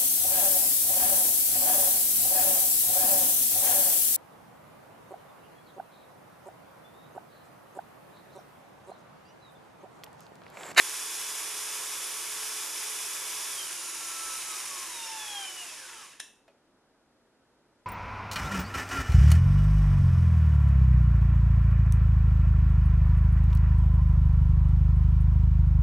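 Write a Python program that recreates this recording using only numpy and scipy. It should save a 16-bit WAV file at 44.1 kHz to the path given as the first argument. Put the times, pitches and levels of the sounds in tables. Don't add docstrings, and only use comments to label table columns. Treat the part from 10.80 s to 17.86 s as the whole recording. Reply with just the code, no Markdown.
import sys
import numpy as np
from scipy import signal
from scipy.fft import rfft, irfft, next_fast_len
from scipy.io import wavfile
from scipy.ndimage import uniform_filter1d

SR = 44100
rng = np.random.default_rng(int(sys.argv[2]) if len(sys.argv) > 2 else 0)


def store_pcm(level_fs):
    pcm = np.round(np.clip(level_fs, -1, 1) * 32767).astype(np.int16)
    wavfile.write(sys.argv[1], SR, np.atleast_2d(pcm).T)


N = 311327
TIME_S = np.arange(N) / SR
FREQ_HZ = np.maximum(np.arange(N // 2 + 1) * SR / N, 1)
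FULL_SPEED_HZ, KNOCK_S = 429.6, 5.6795

# f/Hz, relative level/dB
ROOM_COLOUR = [(15, -55.5), (25, -14), (58, -13), (102, -15), (140, -10), (180, -11.5), (279, -4.5),
               (309, -6.5), (798, -12), (980, -13.5), (1060, -16.5), (1440, -15), (2170, -23.5),
               (4000, -30.5), (11500, -35.5), (15000, -76), (22000, -120)]
# f/Hz, side gain/dB
ROOM_SIDE = [(100, -14.5), (400, -13), (900, -17.5), (2000, -10.5), (4000, 6), (12000, -4)]
# centre t/s, length/s, level/dB
TREMBLE_SPELLS = [(3.45, 0.41, -74), (4.13, 0.055, -72), (4.5, 0.22, -75)]
# f/Hz, relative level/dB, t60/s
KNOCK_MODES = [(565, -4.5, 0.27), (650, -1, 0.15), (820, -13, .06), (1260, -20, .06), (1800, -18, .06),
               (2500, -11, 0.15)]
# f/Hz, relative level/dB
KNOCK_COLOUR = [(200, -27), (650, -1), (1700, -4), (2600, -3), (4000, -12), (9000, -23), (14000, -34)]
# t/s, level/dB
STOP_HITS = [(5.397, -40.5), (5.4008, -31)]
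# f/Hz, relative level/dB
CLICK_COLOUR = [(100, -30), (450, -18), (700, -8), (1000, -1), (1430, -10), (1720, 7), (2300, -7),
                (2650, 0), (3850, 5), (4400, -13), (4750, -7), (5200, -4), (5500, 4), (6500, -3),
                (7100, 2.5), (8000, -10), (9200, 3.5), (11000, -9.5), (14000, -23)]
# f/Hz, level/dB, t60/s
DISK_MODES = [(1700, -54, .12), (1785, -54, .26), (2015, -58, .13), (2625, -57, .55), (2708, -56.5, .5),
              (3170, -60, .2), (3467, -58, .3), (3780, -54, .1), (5440, -56, .25), (5650, -55, .2),
              (5890, -56, .35), (6255, -61, .32), (7025, -58, .28), (9150, -58, .22), (9615, -62, .2),
              (9890, -61, .2)]
# t/s, f/Hz
SHAFT_SPEED = [(2.0, 429.7), (2.735, 429.6), (2.8, 396.7), (2.9, 368), (3.04, 344), (3.4, 331),
               (3.68, 324.5), (3.75, 315.5), (3.85, 297.5), (3.93, 278), (4.03, 267.5), (4.1, 246),
               (4.2, 229.5), (4.39, 217.6), (4.55, 203.9), (4.7, 187.4), (4.8, 181), (4.85, 174.5),
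               (4.95, 150), (5.05, 128), (5.2, 105.1), (5.25, 91.8), (5.3, 67.5), (5.39, 33.7)]
WHINE_ORDERS = { 1: (-61.5, -24, .067, .8), 4: (-62, -8, .15, 1.1), 8: (-53.3, -24, .27, 1.0),
                11.635: (-57, -18, .4, 2), 12: (-72, -1, .52, 2.3), 12.4: (-72, -3, .85, 2.5),
                12.635: (-58.5, -26, .5, 2.5), 16: (-66, -5, .38, 1.8), 20: (-73, -7, .4, 2.5),
                24: (-79, -1, .8, 2), 26: (-79, -3, .5, 2.5), 28.5: (-81.5, -1, .6, 2),
                29: (-59.6, -10, .3, 2)}
WHINE_RESONANCES = { 4: [(1322, 52, -46), (1276, 50, -50.5), (1095, 150, -48.5), (900, 150, -48.5),
                    (805, 70, -48.5), (715, 30, -56), (530, 90, -71), (440, 70, -67)],
                    8: [(3165, 250, -43.5), (3020, 70, -50), (2800, 110, -57), (1735, 90, -53.5),
                    (1590, 100, -50.5), (1130, 90, -62), (900, 130, -57.5)], 12: [(3840, 240, -54.5),
                    (2540, 200, -52), (1540, 200, -53), (1120, 180, -52.5)], 12.4: [(2780, 280, -54.5),
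                    (2400, 280, -55), (1720, 150, -57), (1320, 150, -56.5)], 16: [(3760, 320, -48),
                    (3440, 110, -49.5), (3230, 180, -41), (3080, 140, -45.5), (2890, 140, -47),
                    (2660, 300, -55), (1560, 250, -65)], 20: [(6750, 420, -49.5), (4120, 200, -59.5),
                    (3900, 200, -57), (3250, 200, -60)], 24: [(7790, 90, -52), (5400, 240, -53)],
                    26: [(5450, 170, -54)], 28.5: [(3040, 280, -55)], 29: [(10950, 1300, -50.5),
                    (9900, 140, -47), (9740, 90, -45), (9480, 400, -48), (8150, 800, -52.5),
                    (7650, 300, -55)]}
# order, f/Hz, width/Hz, gain/dB
WHINE_NULL = (4, 1302.5, 5, -13)
FRICTION_VOICES = { "rumble": (-57, 180, 1.6), "rush": (-41, 291, 1.17), "hiss": (-36, 309, 1.41),
                   "chatter": (-57, 58, 0.71)}
# f/Hz, relative level/dB
RUSH_COLOUR = [(60, -27), (200, -22.5), (280, -15), (330, -2.5), (420, -7), (570, -6), (740, -6.5),
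               (950, 1), (1900, -1.8), (2400, 0.5), (3400, -0.5), (4500, -3.5), (5200, -3.5), (7000, -36)]
# f/Hz, relative level/dB
HISS_COLOUR = [(3500, -28.5), (4400, -13), (4800, -5), (5800, -1.5), (7100, -1), (7450, -4), (8600, -3.5),
               (9500, 3), (10400, -2), (11000, -7), (11900, -4), (12700, -10), (13700, -16.5), (14800, -51)]
# f/Hz, width/Hz, gain/dB
HOUSING_MODES = [(380, 40, 2), (490, 30, -3.5), (540, 45, 2.5), (592, 35, -5), (630, 30, 3), (890, 50, 3),
                 (950, 30, -3), (1000, 50, 3.5), (1045, 20, 3), (1072, 20, -3), (1100, 18, 5),
                 (1136, 25, 4.5), (1182, 20, -3), (1325, 30, 4.5), (1635, 55, 4.5), (2000, 80, 2),
                 (2230, 70, 3), (2490, 200, 3), (2700, 60, -3), (3020, 70, 4), (3790, 120, 3.5),
                 (3985, 30, -7), (4645, 35, -6), (4790, 60, 3), (5315, 35, 5), (5435, 70, 6),
                 (5540, 30, -9), (5623, 35, 7), (5900, 90, 5.5), (6210, 100, 2), (6890, 90, 5),
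                 (7050, 200, 2), (7730, 260, 5), (8540, 120, 2), (9210, 120, 5), (9910, 70, 5),
                 (10208, 35, 5), (10690, 160, 3), (11400, 250, 2)]
# f/Hz, side gain/dB, left minus right/dB
MOTOR_IMAGE = [(100, -17, 0), (400, -27, 0), (1100, -42, 0), (1800, -38, 0), (2300, -16.5, -.2),
               (4300, -10, -.3), (7000, -8, -.5), (9800, -7.6, -3.0), (13000, -6.3, -4.3)]
# f/Hz, left minus right/rad
PORT_PHASE = [(5800, 0), (7500, -.25), (10500, -1.0), (11800, .7), (14000, 0)]


def undb(db):
    return 10 ** (np.asarray(db) / 20)


def colour(rows, column=1):
    rows = np.array(rows)
    return np.interp(np.log(FREQ_HZ), np.log(rows[:, 0]), rows[:, column])


def shape(x, gain):
    size = next_fast_len(N, True)
    bins_hz = np.arange(size // 2 + 1) * SR / size
    return irfft(rfft(x, size) * np.interp(bins_hz, FREQ_HZ, gain), size)[:N]


def unit_shape(x, gain):
    x = shape(x, gain)
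    return x / np.sqrt(np.mean(x ** 2))


def peak(f_hz, centre_hz, width_hz):
    return 1 / (1 + (2 * (f_hz - centre_hz) / width_hz) ** 2)


def bell(x, centre, width):
    return np.exp(-(2 * (x - centre) / width) ** 2)


def noise():
    return rng.standard_normal(N)


def walk(rate_hz):
    points = rng.standard_normal(N // 8)
    return np.interp(TIME_S * rate_hz, np.arange(len(points)), points)


def decay(start_s, t60_s):
    return (TIME_S >= start_s) * np.exp(-np.log(1000) * np.maximum(TIME_S - start_s, 0) / t60_s)


def ring(start_s, modes, beat_depth=0.6):
    age_s = TIME_S[TIME_S >= start_s][:SR] - start_s
    tones = 0
    for hz, db, t60_s in modes:
        beat = 1 + beat_depth * np.sin(2 * np.pi * rng.uniform(11, 53) * age_s)
        tones += undb(db - 60 * age_s / t60_s) * np.sin(2 * np.pi * hz * age_s) * beat
    before = np.sum(TIME_S < start_s)
    return np.pad(tones, (before, N - before - len(age_s)))


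def speed_hz():
    return np.interp(TIME_S, *np.transpose(SHAFT_SPEED))


def running(stop_s=5.405, ramp_s=.01):
    return np.clip((stop_s - TIME_S) / ramp_s, 0, 1)


def room_tone(mid_db=-67.5):
    mid, side = (unit_shape(noise(), undb(colour(ROOM_COLOUR))) * undb(mid_db) for _ in range(2))
    side = shape(side, undb(colour(ROOM_SIDE)))
    return np.array([mid + side, mid - side])


def reflections(x, count=8, first_s=.006, last_s=.05, drift_hz=9):
    lags = (rng.uniform(first_s, last_s, count) * SR).astype(int)
    return sum(np.pad(x, (lag, 0), mode="reflect")[:N] * walk(drift_hz) for lag in lags) / np.sqrt(count)


def stereo(mid, scattered):
    side = shape(scattered, undb(colour(MOTOR_IMAGE)))
    lean = undb(colour(MOTOR_IMAGE, column=2) / 2) * np.exp(1j * colour(PORT_PHASE) / 2)
    return np.array([shape(mid + side, lean), shape(mid - side, 1 / lean)])


def bench(sway_hz=42, sway_db=-83, boom_hz=140, boom_db=-77, knee_hz=200):
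    sway = unit_shape(noise(), peak(FREQ_HZ, sway_hz, width_hz=28))
    boom = unit_shape(noise(), peak(FREQ_HZ, boom_hz, width_hz=26))
    spells = sum(undb(db) * bell(TIME_S, centre_s, length_s) for centre_s, length_s, db in TREMBLE_SPELLS)
    shaking = np.minimum(speed_hz() / knee_hz, 1) * running()
    return sway * spells + (sway * undb(sway_db) + boom * undb(boom_db)) * shaking


def knock(tap_db=-56, tail_db=-68, ring_db=-56, rise_s=.002):
    envelope = undb(tap_db) * decay(KNOCK_S, t60_s=.026) + undb(tail_db) * decay(KNOCK_S, t60_s=.3)
    envelope = uniform_filter1d(envelope, int(rise_s * SR) + 1)
    tap = envelope * unit_shape(noise(), undb(colour(KNOCK_COLOUR)))
    onset = np.clip((TIME_S - KNOCK_S) / rise_s, 0, 1)
    return tap + undb(ring_db) * onset * ring(KNOCK_S, KNOCK_MODES)


def stop_click(crack_t60_s=0.02, rattle_gain_db=-17, rattle_t60_s=0.42, rise_s=0.0024):
    envelope = sum(undb(db) * (decay(t_s, crack_t60_s) + undb(rattle_gain_db) * decay(t_s, rattle_t60_s))
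                   for t_s, db in STOP_HITS)
    envelope = uniform_filter1d(envelope, int(rise_s * SR) + 1)
    crack = envelope * unit_shape(noise(), undb(colour(CLICK_COLOUR)))
    return crack + ring(STOP_HITS[-1][0], DISK_MODES)


def whine(turns, waver_hz=22, flutter_hz=220, fade_below_hz=62):
    shaft_hz = speed_hz()
    halvings = np.log2(FULL_SPEED_HZ / shaft_hz)
    null_order, null_hz, null_width_hz, null_db = WHINE_NULL
    tones = 0
    for order, (full_db, halving_db, rough, waver_db) in WHINE_ORDERS.items():
        tone_hz = order * shaft_hz
        power = undb(full_db + halving_db * halvings) ** 2
        for hz, width_hz, peak_db in WHINE_RESONANCES.get(order, []):
            power += (undb(peak_db) * peak(tone_hz, hz, width_hz)) ** 2
        if order == null_order:
            power *= undb(null_db * bell(tone_hz, null_hz, null_width_hz)) ** 2
        phase_rad = 2 * np.pi * order * turns + rough * walk(flutter_hz)
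        tone = np.sin(phase_rad) * (1 + rough * walk(flutter_hz))
        tones += np.sqrt(2 * power) * tone * undb(waver_db * walk(waver_hz))
    return tones * running() / (1 + (fade_below_hz / shaft_hz) ** 6)


def contact_gain(voice):
    limit_db, knee_hz, exponent = FRICTION_VOICES[voice]
    return undb(limit_db) / np.sqrt(1 + (knee_hz / speed_hz()) ** (2 * exponent))


def chatter(width_hz=130, cutoff_hz=3500, burst_db=5.5):
    modes = sum(peak(FREQ_HZ, hz, width_hz) for hz, _, _ in DISK_MODES)
    rubbing = noise() * undb(burst_db * walk(rate_hz=60))
    return unit_shape(rubbing, modes / (1 + (FREQ_HZ / cutoff_hz) ** 8)) * contact_gain("chatter")


def friction(turns, grain_db=1.0, flutter_db=0.51, split_hz=700, dulling=0.459,
             dip_s=3.08, dip_length_s=0.35, dip_db=-1.15):
    housing = undb(sum(db * peak(FREQ_HZ, hz, width_hz) for hz, width_hz, db in HOUSING_MODES))
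    pressure = undb(grain_db * walk(rate_hz=2500) + flutter_db * walk(rate_hz=30.05))
    pressure *= 1 + 0.04 * np.sin(2 * np.pi * turns)
    low_share = 1 / (1 + (FREQ_HZ / split_hz) ** 8)
    body = undb(colour(RUSH_COLOUR)) * housing
    rumble = unit_shape(noise(), body * np.sqrt(low_share)) * contact_gain("rumble")
    rush = unit_shape(noise() * pressure, body * np.sqrt(1 - low_share)) * contact_gain("rush")
    slips = noise() * pressure
    slowness = 1 - speed_hz() / FULL_SPEED_HZ
    slips += dulling * slowness * (np.roll(slips, 1) + np.roll(slips, -1) - slips)
    hiss = unit_shape(slips, undb(colour(HISS_COLOUR)) * housing) * contact_gain("hiss")
    dip = undb(dip_db * bell(TIME_S, dip_s, dip_length_s))
    return (rumble + rush + hiss + chatter()) * dip * running()


def scene(speed_wander=0.00055, reflected_db=-7):
    turns = np.cumsum(speed_hz() * (1 + speed_wander * walk(rate_hz=9))) / SR
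    direct, scattered = (friction(turns) + stop_click() for _ in range(2))
    tones = whine(turns)
    reflected_gain = undb(reflected_db) * np.clip(np.log2(FULL_SPEED_HZ / speed_hz()), .2, 1)
    mid = direct + tones + reflected_gain * reflections(tones) + knock() + bench()
    return stereo(mid, scattered + reflections(tones)) + room_tone()


def record(dry):
    return signal.sosfilt(signal.ellip(10, .1, 80, 14900, fs=SR, output="sos"), dry)


dry = scene()
out = record(dry)
store_pcm(out)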